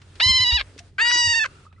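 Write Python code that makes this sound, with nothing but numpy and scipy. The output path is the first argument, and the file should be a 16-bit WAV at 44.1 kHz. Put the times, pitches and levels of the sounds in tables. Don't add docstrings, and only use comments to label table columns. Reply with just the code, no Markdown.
import sys
import numpy as np
from scipy import signal
from scipy.fft import rfft, irfft
from scipy.io import wavfile
from scipy.ndimage import uniform_filter1d

SR = 44100
rng = np.random.default_rng(int(sys.argv[2]) if len(sys.argv) > 2 else 0)


def dump_mix(stems):
    frames = np.atleast_2d(stems).T
    limited = np.clip(frames, -1, 1)
    pcm = np.round(limited * 32767).astype(np.int16)
    wavfile.write(sys.argv[1], SR, pcm)


def linear_from_db(decibels):
    return 10 ** (np.asarray(decibels, float) / 20)


N = 79380
TIME = np.arange(N) / SR

# frequency in Hz, density in dB per Hz.
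HULL_RUMBLE = [(20, -21), (60, 1.5), (92, -2.5), (170, -8), (400, -26.5), (1500, -47.5)]
RUMBLE_DB = -54.5
HUM_HZ, HUM_DB, HUM_WANDER_HZ, HUM_FLICKER_DB = 90, -51, 2.7, -2.5
BASS_PAN_DB = -1

# frequency in Hz, density in dB per Hz.
SEA_SPECTRUM = [(200, -11), (355, -1), (800, -12.5), (1400, -10), (2700, -12), (8800, -21)]
# frequency in Hz, left-right likeness from 0 to 1.
PORT_LIKENESS = [(240, 0.94), (950, 0.67), (3800, 0.27)]
# time in seconds, hiss level in dB.
REDUCER_OPENING = [(0, -70), (.19, -62), (.65, -62.5), (.88, -67.5), (.92, -76.5), (.975, -76), (1.0, -64),
                   (1.55, -64), (1.66, -67), (1.71, -83), (1.8, -76.5)]
SEA_DB, SEA_TOP_HZ, SEA_PATCHY_DB = 9.5, 9670, 1.0

# start in seconds, peak in dB, centre in Hz, t60 in seconds.
TACKLE_TICKS = [(.017, -38, 3000, 0.074), (.143, -47, 3500, 0.019), (.155, -35, 2930, 0.082),
                (.779, -34.5, 4000, 0.067), (.788, -28.5, 2430, 0.029), (.7915, -27, 4130, 0.04),
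                (1.727, -37.5, 1500, 0.055)]

# start in seconds, peak in dB, mode in Hz, t60 in seconds.
HULL_THUMPS = [(.1, -47, 132, .1), (0.258, -20.5, 90.7, 0.1), (0.289, -31, 198, 0.099),
               (0.298, -25.5, 65.7, 0.18), (.345, -33, 88.5, 0.15), (0.396, -26, 98.5, 0.15),
               (.46, -43, 72.3, 0.32), (0.522, -18.5, 66.3, 0.16), (0.598, -34, 54.2, 0.15),
               (0.759, -44, 286, 0.096), (0.763, -41, 441, 0.039), (.803, -46, 693, 0.12),
               (0.841, -49.5, 90, 0.057), (0.928, -54, 393, 0.067), (0.974, -51, 55, 0.46),
               (1.155, -35, 350, 0.064), (1.269, -29, 91.4, 0.15), (1.269, -45, 224, 0.1)]
THUMP_SWELL_CYCLES = 0.82

# time in seconds, pitch in Hz, level in dB, half-pitch lines in dB, # brightness in
# units of 2 dB per octave.
FIRST_CRY = [
    (.197, 477.6, -36.5, 7, -6.5),
    (.201, 496, -17.5, -18.5, -1.5),
    (.212, 914, -17.5, -27, -0.5),
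    (.232, 1005, -13.5, -60, 4),
    (.3, 1049, -13.5, -35, 5.5),
    (.565, 988, -16.5, -45, 2.5),
    (.583, 826.7, -23.5, -19, -3),
    (.598, 783, -23.5, -11.5, 0),
    (.615, 539, -22.5, -17.5, -3.5),
]
SECOND_CRY = [
    (.982, 772, -20.5, -8.5, -6.5),
    (1.022, 931, -14.5, -17.5, -1.5),
    (1.065, 959, -16.5, -16.5, 0.5),
    (1.13, 973, -16.5, -25, 1.5),
    (1.26, 961.4, -16.5, -32.5, 3),
    (1.39, 921.4, -17.5, -53, -1.5),
    (1.442, 858, -20, -45, -4),
    (1.449, 558, -27, -26, -7),
    (1.462, 515, -23.5, -29, -4.5),
]
# time in seconds, pitch drop in Hz, level drop in dB, recovery in seconds,
# rise of half-pitch lines in dB.
VOICE_CATCHES = [(0.267, 21, 1, 0.01, -5), (0.324, 30, 2.5, 0.018, 6.5), (0.39, 38, 2, 0.013, 11),
                 (0.45, 50, 3.5, .03, 5), (.514, 68, 2.5, 0.02, 14), (.468, 0.8, -1.6, 0.0088, 11.5),
                 (0.528, 1, -0.2, 0.012, 13.5), (1.04, 3.3, 2, 0.017, 1), (1.113, 9.3, 2.5, 0.0048, 17),
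                 (1.164, 21, 1, 0.0052, 11), (1.226, 18, 1, 0.019, -7), (1.284, 36, 2.5, 0.005, -3),
                 (1.344, 51, 2, 0.0058, -6), (1.401, 41, 2, 0.0074, 12.5)]
CATCH_FALL_S, CATCH_DULLS = 0.0058, 0.62
# frequency in Hz, gain in dB.
FIRST_THROAT = [(450, -19.5), (1020, -12.5), (2040, 0.5), (3060, 0), (4080, 0), (5100, -9), (6150, -25.5),
                (9200, -32.5)]
SECOND_THROAT = [(450, -16.5), (850, -20.5), (960, -8), (1550, 6), (2850, 1.5), (3800, -6), (4750, 1),
                 (8300, -20)]
# time in seconds, frequency in Hz, depth in dB.
BEAK_ANTIRESONANCE = [(.21, 8130, 7), (.6, 8370, 17.5), (1.0, 5610, 24.5), (1.06, 5850, 18.5),
                      (1.12, 7040, 14), (1.15, 8800, 14.5), (1.18, 6960, 13), (1.3, 5970, 5),
                      (1.44, 5150, 8)]
DIP_WIDTH_HZ = 540
# frequency in Hz, left-right in dB, left lead in radians.
FIRST_PORTS = [(1040, 3, 0.52), (1850, 12.5, -2.5), (1911, -2.6, -3.5), (2074, -3.5, -0.63),
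               (3050, 2.1, 0.42), (4070, -3, 0), (4860, 0, 2.4), (5100, 0, 0.8)]
SECOND_PORTS = [(760, -11.5, -.6), (870, 15.5, -3), (942, 5.5, -1.05), (1820, -4, 1.48), (1996, 9.5, 2.32),
                (2740, -5, 0.18), (4730, 0.4, 0.44), (5800, -8, 1)]
# left-right at the start in dB, at the end in dB.
HEAD_TURN = [(-.2, -0.35), (2, -2.5)]
# delay in seconds, left in dB, right in dB.
HULL_REFLECTIONS = [(.0031, -21, -20.5), (.0074, -29.5, -26), (.013, -19.5, -30)]
STEADY_HZ = 850
SLACK_JITTER, STEADY_JITTER, SHIMMER, CATCH_SLACK = .045, .0003, .65, .04
BEAK_DB, HALF_FLICKER_DB, BREATHY_DB = 1.0, 6, -35
RELEASE_S = 0.0022
TOP_FALL_DB, TOP_FLOOR_DB = 105.5, -74
MIC_PEAK_HZ, MIC_PEAK_DB, MIC_PEAK_WIDTH_HZ = 14400, 18.5, 900

# time in seconds, pitch in Hz, level in dB.
FAR_CALLS = [
    (.7, 1372, -71),
    (.88, 1375, -90.5),
    (.93, 1377, -100),
    (1.5, 1346, -58),
    (1.64, 1353, -64.5),
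    (1.7, 1306, -71.5),
]
# level in dB, from the fundamental up.
FAR_HARMONICS = [5.5, -3]

# start in seconds,
# peak in dB, mode in Hz, t60 in seconds.
DRIPS_AND_TICKS = [(1.652, -50, 1117, 0.072), (1.665, -40.5, 1216, 0.054), (1.716, -56.5, 1265, .05),
                   (1.762, -59, 1960, .08), (1.782, -53.5, 1270, .05), (1.705, -66, 3700, .03),
                   (1.749, -66, 3900, .03)]


def rms_one(x):
    return x / np.sqrt(np.mean(x ** 2) + 1e-20)


def in_time(rows):
    s, *columns = np.transpose(rows)
    return [np.interp(TIME, s, column) for column in columns]


def at_hz(points, hz, order=1):
    points = np.array(points)
    return np.interp(np.log(hz + 1), np.log(points[:, 0]), points[:, order])


def drift(rate):
    r = np.exp(-2 * np.pi * rate / SR)
    return rms_one(signal.lfilter([1], [1, -2 * r, r * r], rng.standard_normal(N + SR))[SR:])


def phase(hz):
    return 2 * np.pi * np.cumsum(hz) / SR


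def panned(x, db):
    return np.array([x * linear_from_db(db / 2), x * linear_from_db(-db / 2)])


def banded_noise(spectrum, patchy_db):
    out, edges = 0, 20 * 2 ** np.arange(0, 9.6, .5)
    white = rng.standard_normal((2, 2, N))
    for k, (low, high) in enumerate(zip(edges, edges[1:])):
        band = signal.butter(2, [low, high], "band", fs=SR, output="sos")
        mid, side = signal.sosfilt(band, white[k % 2])
        hz = np.sqrt(low * high)
        alike = np.clip(at_hz(PORT_LIKENESS, hz), -1, 1)
        pair = np.sqrt(1 + alike) * mid + np.sqrt(1 - alike) * side * [[1], [-1]]
        out = out + linear_from_db(at_hz(spectrum, hz) + patchy_db * drift(10.0)) * pair
    return rms_one(out)


def damped_mode(s, db, hz, t60, swell_s, rise=0.):
    t = np.maximum(TIME - s, 0)
    decay = linear_from_db(db - 60 * np.maximum(t - swell_s, 0) / t60)
    swell = np.sin(np.pi / 2 * np.minimum(t / swell_s, 1))
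    return decay * swell * np.sin(2 * np.pi * hz * t * (1 + rise * t / t60))


def engine():
    hz = HUM_HZ + HUM_WANDER_HZ * drift(11.7)
    tone = np.sin(phase(hz)) * linear_from_db(HUM_DB + 2 + HUM_FLICKER_DB * drift(9.1))
    rumble = banded_noise(HULL_RUMBLE + [(12000, -75)], patchy_db=2.0)
    return panned(tone, BASS_PAN_DB) + linear_from_db(RUMBLE_DB) * rumble


def sea():
    low_pass = signal.cheby1(7, 1, SEA_TOP_HZ, fs=SR, output="sos")
    hiss = signal.sosfilt(low_pass, banded_noise(SEA_SPECTRUM, SEA_PATCHY_DB))
    return linear_from_db(in_time(REDUCER_OPENING)[0] + SEA_DB) * hiss


def ticks():
    out, noise = np.zeros((2, N)), rng.standard_normal((2, N))
    noise[1] = 0.62 * noise[0] + 0.84 * noise[1]
    for s, db, hz, t60 in TACKLE_TICKS:
        burst = (TIME > s) * 0.57 * linear_from_db(-60 * np.maximum(TIME - s, 0) / t60) * noise
        burst[:, int(s * SR)] += 3.5
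        resonance = signal.butter(2, [hz / 2.5, hz * 1.6], "band", fs=SR, output="sos")
        out += linear_from_db(db) * signal.sosfilt(resonance, burst + 1e-18)
    return signal.sosfilt(signal.butter(6, SEA_TOP_HZ, fs=SR, output="sos"), out)


def thumps():
    modes = [damped_mode(*row, swell_s=THUMP_SWELL_CYCLES / row[2]) for row in HULL_THUMPS]
    return panned(sum(modes), BASS_PAN_DB)


def catches():
    out = np.zeros((3, N))
    for s, hz, db, back_s, half_db in VOICE_CATCHES:
        width = np.where(TIME < s, CATCH_FALL_S, back_s)
        out += np.outer([hz, db, half_db], np.exp(-.5 * ((TIME - s) / width) ** 2))
    return out


def membranes(rows):
    pitch, _, half_db, bright = in_time(rows)
    drop_hz, drop_db, half_up_db = catches()
    half_db = half_db + half_up_db
    slack = np.clip((STEADY_HZ - pitch) / 200, 0, 1) + CATCH_SLACK * np.clip(half_db + 19, 0, 19)
    jitter = (STEADY_JITTER + SLACK_JITTER * slack) * drift(200)
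    hz = (uniform_filter1d(pitch, size=350) - drop_hz) * (1 + jitter)
    turn = phase(hz)
    half = linear_from_db(np.minimum(half_db + HALF_FLICKER_DB * drift(35), 0))
    beak = linear_from_db(BEAK_DB * np.array([drift(9) for _ in range(7)]))
    tilt = bright - CATCH_DULLS * drop_db
    dip_hz, dip_db = in_time(BEAK_ANTIRESONANCE)
    source = 0
    for k in range(1, 40):
        dip = dip_db * np.exp(-((k * hz / 2 - dip_hz) / DIP_WIDTH_HZ) ** 2)
        level = linear_from_db(2 * tilt * np.clip(np.log2(k / 5), 0, 1.3) - dip)
        level = level * (half if k % 2 else beak[k % 7]) * (k * hz < 31000)
        source = source + level * np.cos(k * turn / 2)
    source *= 1 + SHIMMER * slack * drift(400)
    return source + linear_from_db(BREATHY_DB) * (1 + np.cos(turn)) * rng.standard_normal(N)


def throat_response(throat, f):
    bass_fall = 24 * np.log2(np.maximum(400 / (f + 1), 1))
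    top_fall = TOP_FALL_DB * np.log2(np.maximum(f / throat[-1][0], 1))
    capsule = MIC_PEAK_DB * np.exp(-((f - MIC_PEAK_HZ) / MIC_PEAK_WIDTH_HZ) ** 2)
    gain_db = np.maximum(at_hz(throat, f) - bass_fall - top_fall, TOP_FLOOR_DB + capsule)
    cepstrum = irfft(np.log(linear_from_db(gain_db)), N)
    cepstrum[1:N // 2] *= 2
    cepstrum[N // 2 + 1:] = 0
    return np.exp(rfft(cepstrum))


def port_difference(ports, f):
    share = np.minimum(f / ports[0][0], 1)
    split = linear_from_db(at_hz(ports, f) / 2 * share) * np.exp(.5j * at_hz(ports, f, order=2) * share)
    return uniform_filter1d(split.real, size=80) + 1j * uniform_filter1d(split.imag, size=80)


def hull_echoes(pair):
    out = pair.copy()
    for s, *side_db in HULL_REFLECTIONS:
        delay = int(s * SR)
        out[:, delay:] += linear_from_db(np.array(side_db))[:, None] * pair[::-1, :N - delay]
    return out


def cry(rows, throat, ports, turn_db):
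    start, end = rows[0][0], rows[-1][0]
    f = np.arange(N // 2 + 1) * SR / N
    source, body = membranes(rows), throat_response(throat, f)
    voice = irfft(rfft(source) * body, N)
    even = np.sqrt(uniform_filter1d(voice ** 2, size=300))
    gate = (TIME > start) * np.exp(-np.maximum(TIME - end, 0) / RELEASE_S)
    level = linear_from_db(in_time(rows)[1] - catches()[1])
    voice = rfft(source / even * gate * level) * body
    split = port_difference(ports, f)
    pair = np.array([irfft(voice * split, N), irfft(voice / split, N)])
    pair *= panned(0.87, np.interp(TIME, [rows[2][0], end], turn_db))
    pair *= np.clip((TIME - start) / .0008, 0, 1)
    return hull_echoes(pair)


def far_gull():
    hz, db = in_time(FAR_CALLS)
    turn = phase(hz * (1 + .02 * drift(40)))
    ports = []
    for _ in "LR":
        harmonics = [linear_from_db(d) * drift(130) * np.sin((k + 1) * turn) for k, d in enumerate(FAR_HARMONICS)]
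        ports.append(sum(harmonics))
    return linear_from_db(db) * np.array(ports)


def drips():
    return panned(sum(damped_mode(*row, swell_s=0.0021, rise=0.099) for row in DRIPS_AND_TICKS), -2.0)


def scene():
    gull = cry(FIRST_CRY, FIRST_THROAT, FIRST_PORTS, HEAD_TURN[0])
    gull = gull + cry(SECOND_CRY, SECOND_THROAT, SECOND_PORTS, HEAD_TURN[1])
    return engine() + sea() + ticks() + thumps() + gull + far_gull() + drips()


def top_cut(x):
    return signal.sosfilt(signal.butter(12, 15880, fs=SR, output="sos"), x)


def record(dry):
    return top_cut(dry)


dry = scene()
out = record(dry)
dump_mix(out)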